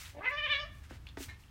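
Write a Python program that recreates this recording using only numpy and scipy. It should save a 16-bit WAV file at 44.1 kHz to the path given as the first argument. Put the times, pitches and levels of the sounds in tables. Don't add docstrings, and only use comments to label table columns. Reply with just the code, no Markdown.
import sys
import numpy as np
from scipy import signal
from scipy.fft import rfft, irfft
from scipy.io import wavfile
from scipy.ndimage import uniform_filter1d

SR = 44100
rng = np.random.default_rng(int(sys.argv[2]) if len(sys.argv) > 2 else 0)


def waveform_to_disk(signal):
    frames = np.transpose(np.atleast_2d(signal))
    scaled = np.clip(frames, -1, 1) * 32767
    samples = np.round(scaled).astype(np.int16)
    wavfile.write(sys.argv[1], SR, samples)


N = 66150
T = np.arange(N) / SR

# [f/Hz, relative level/dB]
RUMBLE_COLOUR = [(20, -14.5), (36, -6.5), (60, 1), (90, -1.5), (125, -8), (190, -19.5), (290, -23.5),
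                 (450, -35.5), (1000, -47), (3000, -58)]
# [t/s, level/dB]
RUMBLE_LEVEL = [(0, -54), (.35, -54.5), (.62, -49.5), (1.3, -51), (1.5, -56)]
# [f/Hz, relative level/dB]
AIR_COLOUR = [(100, -9), (500, -3.5), (1200, 0), (2500, -4.5), (4500, -8), (8000, -15), (15500, -19)]
RUMBLE_SWAY_DB, AIR_DB = 1.0, -67.5

# [start t/s, attack/s, hold/s, time to fall 60 dB/s, level/dB, tilt/dB per octave]
SCUFFS = [(-.02, 0.0074, 0.041, 0.32, -49, 5), (0.044, 0.0077, 0.052, 0.16, -55, 3.5),
          (0.28, 0.016, 0.015, 0.063, -63.5, 7), (0.712, 0.038, 0.045, 0.36, -69, 7),
          (0.83, 0.0089, 0.01, 0.16, -59.5, 2), (0.889, 0.01, 0.063, 0.11, -59, 1),
          (1.049, 0.0042, 0.04, .12, -66, -1.5), (1.173, 0.048, 0.017, .18, -46.5, 6),
          (1.279, 0.0076, 0.025, 0.2, -55.5, -0.5), (1.38, 0.015, 0.016, 0.44, -67.5, 5.5)]
# [f/Hz, relative level/dB]
SCUFF_COLOUR = [(150, 8), (400, -7.5), (900, 2.5), (2000, 7), (3800, -2), (6000, -6), (9000, -12),
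                (11000, -17.5), (15500, -20)]

# [t/s, level/dB]
CLINKS = [(1.29, -49), (1.297, -49.5), (1.306, -52.5), (1.321, -59)]
# [f/Hz, relative level/dB, time to fall 60 dB/s]
RAIL_TONES = [(1789, 1.5, 0.1), (1865, -10, 0.14), (2143, -2.5, 0.094), (2420, -4.5, 0.046),
              (4000, -2, 0.024)]

# [t/s, level/dB, centre f/Hz]
TICKS = [(.0563, -48.5, 1570), (0.0565, -43, 3270), (1.0684, -46, 2770), (1.072, -51, 3600),
         (1.0882, -46.5, 3520), (1.345, -55.5, 3330), (1.395, -61, 2870), (1.437, -56.5, 2680),
         (1.482, -65.5, 3070)]
TICK_T60_S, TICK_TAIL_DB, TICK_TAIL_T60_S = .01, -15, .07
TICK_SPREAD = 0.19

# [t/s, level before softening/dB, softening cut-off f/Hz, pitch ratio]
KNOCKS = [(0.511, -53, 400, 0.73), (0.9073, -42.5, 2810, 0.78), (0.92, -51, 1190, 0.95),
          (1.1714, -36.5, 3430, 1), (1.202, -37.5, 520, 0.95)]
# [f/Hz, relative level/dB, time to fall 60 dB/s]
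POT_TONES = [(201, -26, 0.049), (282.3, -6, 0.14), (376, 1, 0.048), (437, -0.5, 0.036), (662, -10, 0.082),
             (896, -6.5, 0.027), (1202, -9.5, 0.032), (1500, -3, 0.014), (1980, -3.5, 0.019),
             (2410, -13, 0.012)]
CRACK_DB, CRACK_T60_S = -3.5, 0.055

# [t/s, f/Hz]
PITCH = [(.15, 285), (.192, 289.8), (.208, 391.5), (.243, 418.8), (.262, 504.6), (.295, 512.5),
         (.314, 577.4), (.358, 581.5), (.386, 611.2), (.412, 578.4), (.446, 610.9), (.46, 588.7),
         (.477, 502.6), (.496, 586), (.511, 603.8), (.537, 552.8), (.58, 569.6), (.605, 600.5),
         (.641, 589.5), (.655, 666)]
# [t/s, level/dB]
EFFORT = [(.13, -67), (.158, -52), (.183, -47), (.205, -48), (.243, -39.5), (.25, -35), (.284, -31.5),
          (.299, -41.5), (.345, -40), (.364, -43.5), (.388, -32), (.413, -41.5), (.448, -29.5), (.475, -42),
          (.518, -27.5), (.555, -35), (.59, -39), (.638, -44), (.668, -61), (.7, -70)]
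# [t/s, upper edge of the bright range f/Hz, nasal ring level/dB, roughness 0-1]
MOUTH = [(.15, 750, 4, 0.78), (.197, 675, 17.5, 0.54), (.228, 2340, -8.5, 0.44), (.252, 2860, 6, 0.39),
         (.283, 2430, 17, 0.2), (.34, 3020, -19, 0.08), (.39, 3130, 7, 0.04), (.45, 3250, 6, .04),
         (.478, 3340, -4.5, 0.18), (.512, 3790, 14.5, 0), (.545, 4140, 4.5, 0.22), (.59, 3472, -1.5, 0.16),
         (.65, 2758, -25, .14)]
# [f/Hz, relative level/dB]
THROAT = [(280, -17.5), (420, -11.5), (580, -10.5), (780, -6.5), (1050, -4), (1350, -11.5), (1750, -2),
          (2300, -3.5), (2900, -5), (3450, -1), (4150, -5.5), (4800, -21.5), (6000, -5), (9000, -38.5)]
# [t/s, f/Hz]
NASAL = [(.27, 2220), (.39, 2450)]
# [f/Hz, relative level/dB]
HEAD = [(4750, -1.5), (5350, -3), (6550, -17)]
# [t/s, level/dB]
HEAD_LEVEL = [(.25, -55), (.32, -30), (.39, -22), (.46, -30.5), (.55, -14), (.625, -18), (.66, -30)]
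# [f/Hz, relative level/dB]
HISS_COLOUR = [(1500, -25), (3000, -11.5), (3900, 8), (4600, 1.5), (5600, -9.5), (8000, -24.5),
               (15000, -20.5)]
JITTER, CLEAN_JITTER, SHIMMER = 0.057, 0.0038, 0.79
RASP_DB, VOICE_DB, HISS_DB = -5, -2, -23
RASP_DOUBLES_HZ = 5000
NASAL_WIDTH_HZ, HEAD_WIDTH_HZ = 910, 127
EDGE_ORDER, EDGE_LEAK_DB = 12.6, -25.5

# [delay/s, time to fall 60 dB/s, level/dB, lower edge f/Hz, upper edge f/Hz]
ECHOES = [(.002, 0.043, -5, 900, 7400), (.008, .12, -3.5, 800, 6000), (0.018, .5, -10, 100, 3420)]
SMALL_WET_DB = -3
CUTOFF_HZ = 15850


def from_db(db):
    return 10 ** (np.asarray(db) / 20)


def rms_one(x):
    return x / np.sqrt(np.mean(x ** 2) + 1e-20)


def in_time(rows):
    s, *columns = np.transpose(rows)
    return [np.interp(T, s, column) for column in columns]


def at_hz(points, hz):
    f, db = np.transpose(points)
    return np.interp(np.log(np.maximum(hz, 1)), np.log(f), db)


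def noise(colour, tilt_db=0):
    hz = np.maximum(np.arange(N // 2 + 1) * SR / N, 1)
    octaves = np.log2(np.maximum(hz, colour[1][0]))
    gain = from_db(at_hz(colour, hz) + tilt_db * octaves) * (hz > 20)
    spectrum = rfft(rng.standard_normal(N))
    return rms_one(irfft(spectrum * gain, N))


def lowpass(x, hz):
    return signal.sosfilt(signal.butter(2, min(hz, SR / 2 - 1), fs=SR, output="sos"), x)


def flutter(hz):
    smoother = signal.butter(2, min(hz, 1000), fs=SR / 20, output="sos")
    slow = signal.sosfilt(smoother, rng.standard_normal(N // 10))[-(N // 20):]
    return np.interp(np.arange(N) / 20, np.arange(len(slow)), rms_one(slow))


def dying(start, t60):
    return (T >= start) * np.exp(-np.log(1000) * np.clip((T - start) / t60, 0, 10))


def struck(start, tones):
    out = 0
    for k, (hz, db, t60) in enumerate(tones):
        strength = (-1) ** k * from_db(db + rng.normal(0, 1))
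        out = out + strength * dying(start, t60) * np.sin(2 * np.pi * hz * (T - start))
    return out


def bell(hz, centre_hz, width_hz):
    return 1 / (1 + ((hz - centre_hz) / width_hz) ** 2)


def outdoors():
    rumble_db, = in_time(RUMBLE_LEVEL)
    rumble = from_db(rumble_db + RUMBLE_SWAY_DB * flutter(hz=4.9)) * noise(RUMBLE_COLOUR)
    return rumble + from_db(AIR_DB) * noise(AIR_COLOUR)


def scuffs(grain_db=1.5):
    out = 0
    for s, attack, hold, release, db, tilt_db in SCUFFS:
        swell = np.clip((T - s) / attack, 0, 1)
        fade = np.exp(-np.log(1000) * np.maximum(T - s - attack - hold, 0) / release)
        out = out + from_db(db) * swell * fade * noise(SCUFF_COLOUR, tilt_db)
    return out * from_db(grain_db * flutter(hz=407))


def clinks():
    return sum(from_db(db) * struck(s, RAIL_TONES) for s, db in CLINKS)


def ticks():
    out = 0
    for s, db, hz in TICKS:
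        edges = [hz / (1 + TICK_SPREAD), hz * (1 + TICK_SPREAD)]
        band = signal.butter(2, edges, "band", fs=SR, output="sos")
        grain = rms_one(signal.sosfilt(band, rng.standard_normal(N)))
        snap = dying(s, TICK_T60_S)
        rattle = from_db(TICK_TAIL_DB) * dying(s, TICK_TAIL_T60_S)
        out = out + from_db(db) * grain * (snap + rattle)
    return out


def knocks():
    out = 0
    for s, db, cut_hz, ratio in KNOCKS:
        ring = struck(s, [(hz * ratio, tone_db, t60) for hz, tone_db, t60 in POT_TONES])
        crack = from_db(CRACK_DB) * dying(s, CRACK_T60_S) * rng.standard_normal(N)
        out = out + from_db(db) * lowpass(ring + crack, cut_hz)
    return out


def meow():
    (pitch,), (effort_db,), (edge, nasal_db, rough) = in_time(PITCH), in_time(EFFORT), in_time(MOUTH)
    (nasal_hz,), (head_db,) = in_time(NASAL), in_time(HEAD_LEVEL)
    shake = (CLEAN_JITTER + JITTER * rough) * flutter(hz=158)
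    pitch = uniform_filter1d(pitch, size=400) * (1 + shake)
    phase = 2 * np.pi * np.cumsum(pitch) / SR
    voice, power = 0, 0
    for k in range(1, 15):
        hz = k * pitch
        throat = from_db(at_hz(THROAT, hz) + nasal_db * bell(hz, nasal_hz, NASAL_WIDTH_HZ))
        below_edge = 1 / np.sqrt(1 + (hz / edge) ** (2 * EDGE_ORDER))
        leak = from_db(EDGE_LEAK_DB) * np.sqrt(bell(hz, 0, edge))
        head = sum(from_db(head_db + db) * bell(hz, centre, HEAD_WIDTH_HZ) for centre, db in HEAD)
        gain = throat * (below_edge + leak) + head
        rasp_size = from_db(RASP_DB) * rough * (1 + (hz / RASP_DOUBLES_HZ) ** 2)
        rasp = rasp_size * (flutter(hz=234) + 1j * flutter(hz=240))
        turning = np.exp(1j * (k * phase + rng.uniform(0, 2 * np.pi)))
        voice = voice + gain * np.real((1 + rasp) * turning)
        power = power + gain ** 2 / 2
    hiss = from_db(HISS_DB) * noise(HISS_COLOUR) * (edge / edge.max()) ** 2
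    sounding = (T > EFFORT[0][0]) & (T < EFFORT[-1][0])
    level = sounding * from_db(effort_db + VOICE_DB) * (1 + SHIMMER * rough * flutter(hz=110))
    return level * (voice / np.sqrt(power) + hiss)


def balcony(x, wet_db=0):
    response = 0
    for delay, t60, db, low_hz, high_hz in ECHOES:
        band = signal.butter(2, [low_hz, min(high_hz, SR / 2 - 1)], "band", fs=SR, output="sos")
        fade = dying(delay, t60)
        burst = signal.sosfilt(band, rng.standard_normal(N) * fade)
        response = response + from_db(db + wet_db) * burst / np.sqrt(np.sum(fade ** 2))
    return x + signal.fftconvolve(x, response[:N // 2])[:N]


def scene():
    small_noises = balcony(knocks() + ticks() + clinks(), SMALL_WET_DB)
    return (outdoors() + scuffs() + small_noises + balcony(meow()))[None]


def record(dry):
    return signal.sosfilt(signal.ellip(12, .1, 70, CUTOFF_HZ, fs=SR, output="sos"), dry)


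dry = scene()
out = record(dry)
waveform_to_disk(out)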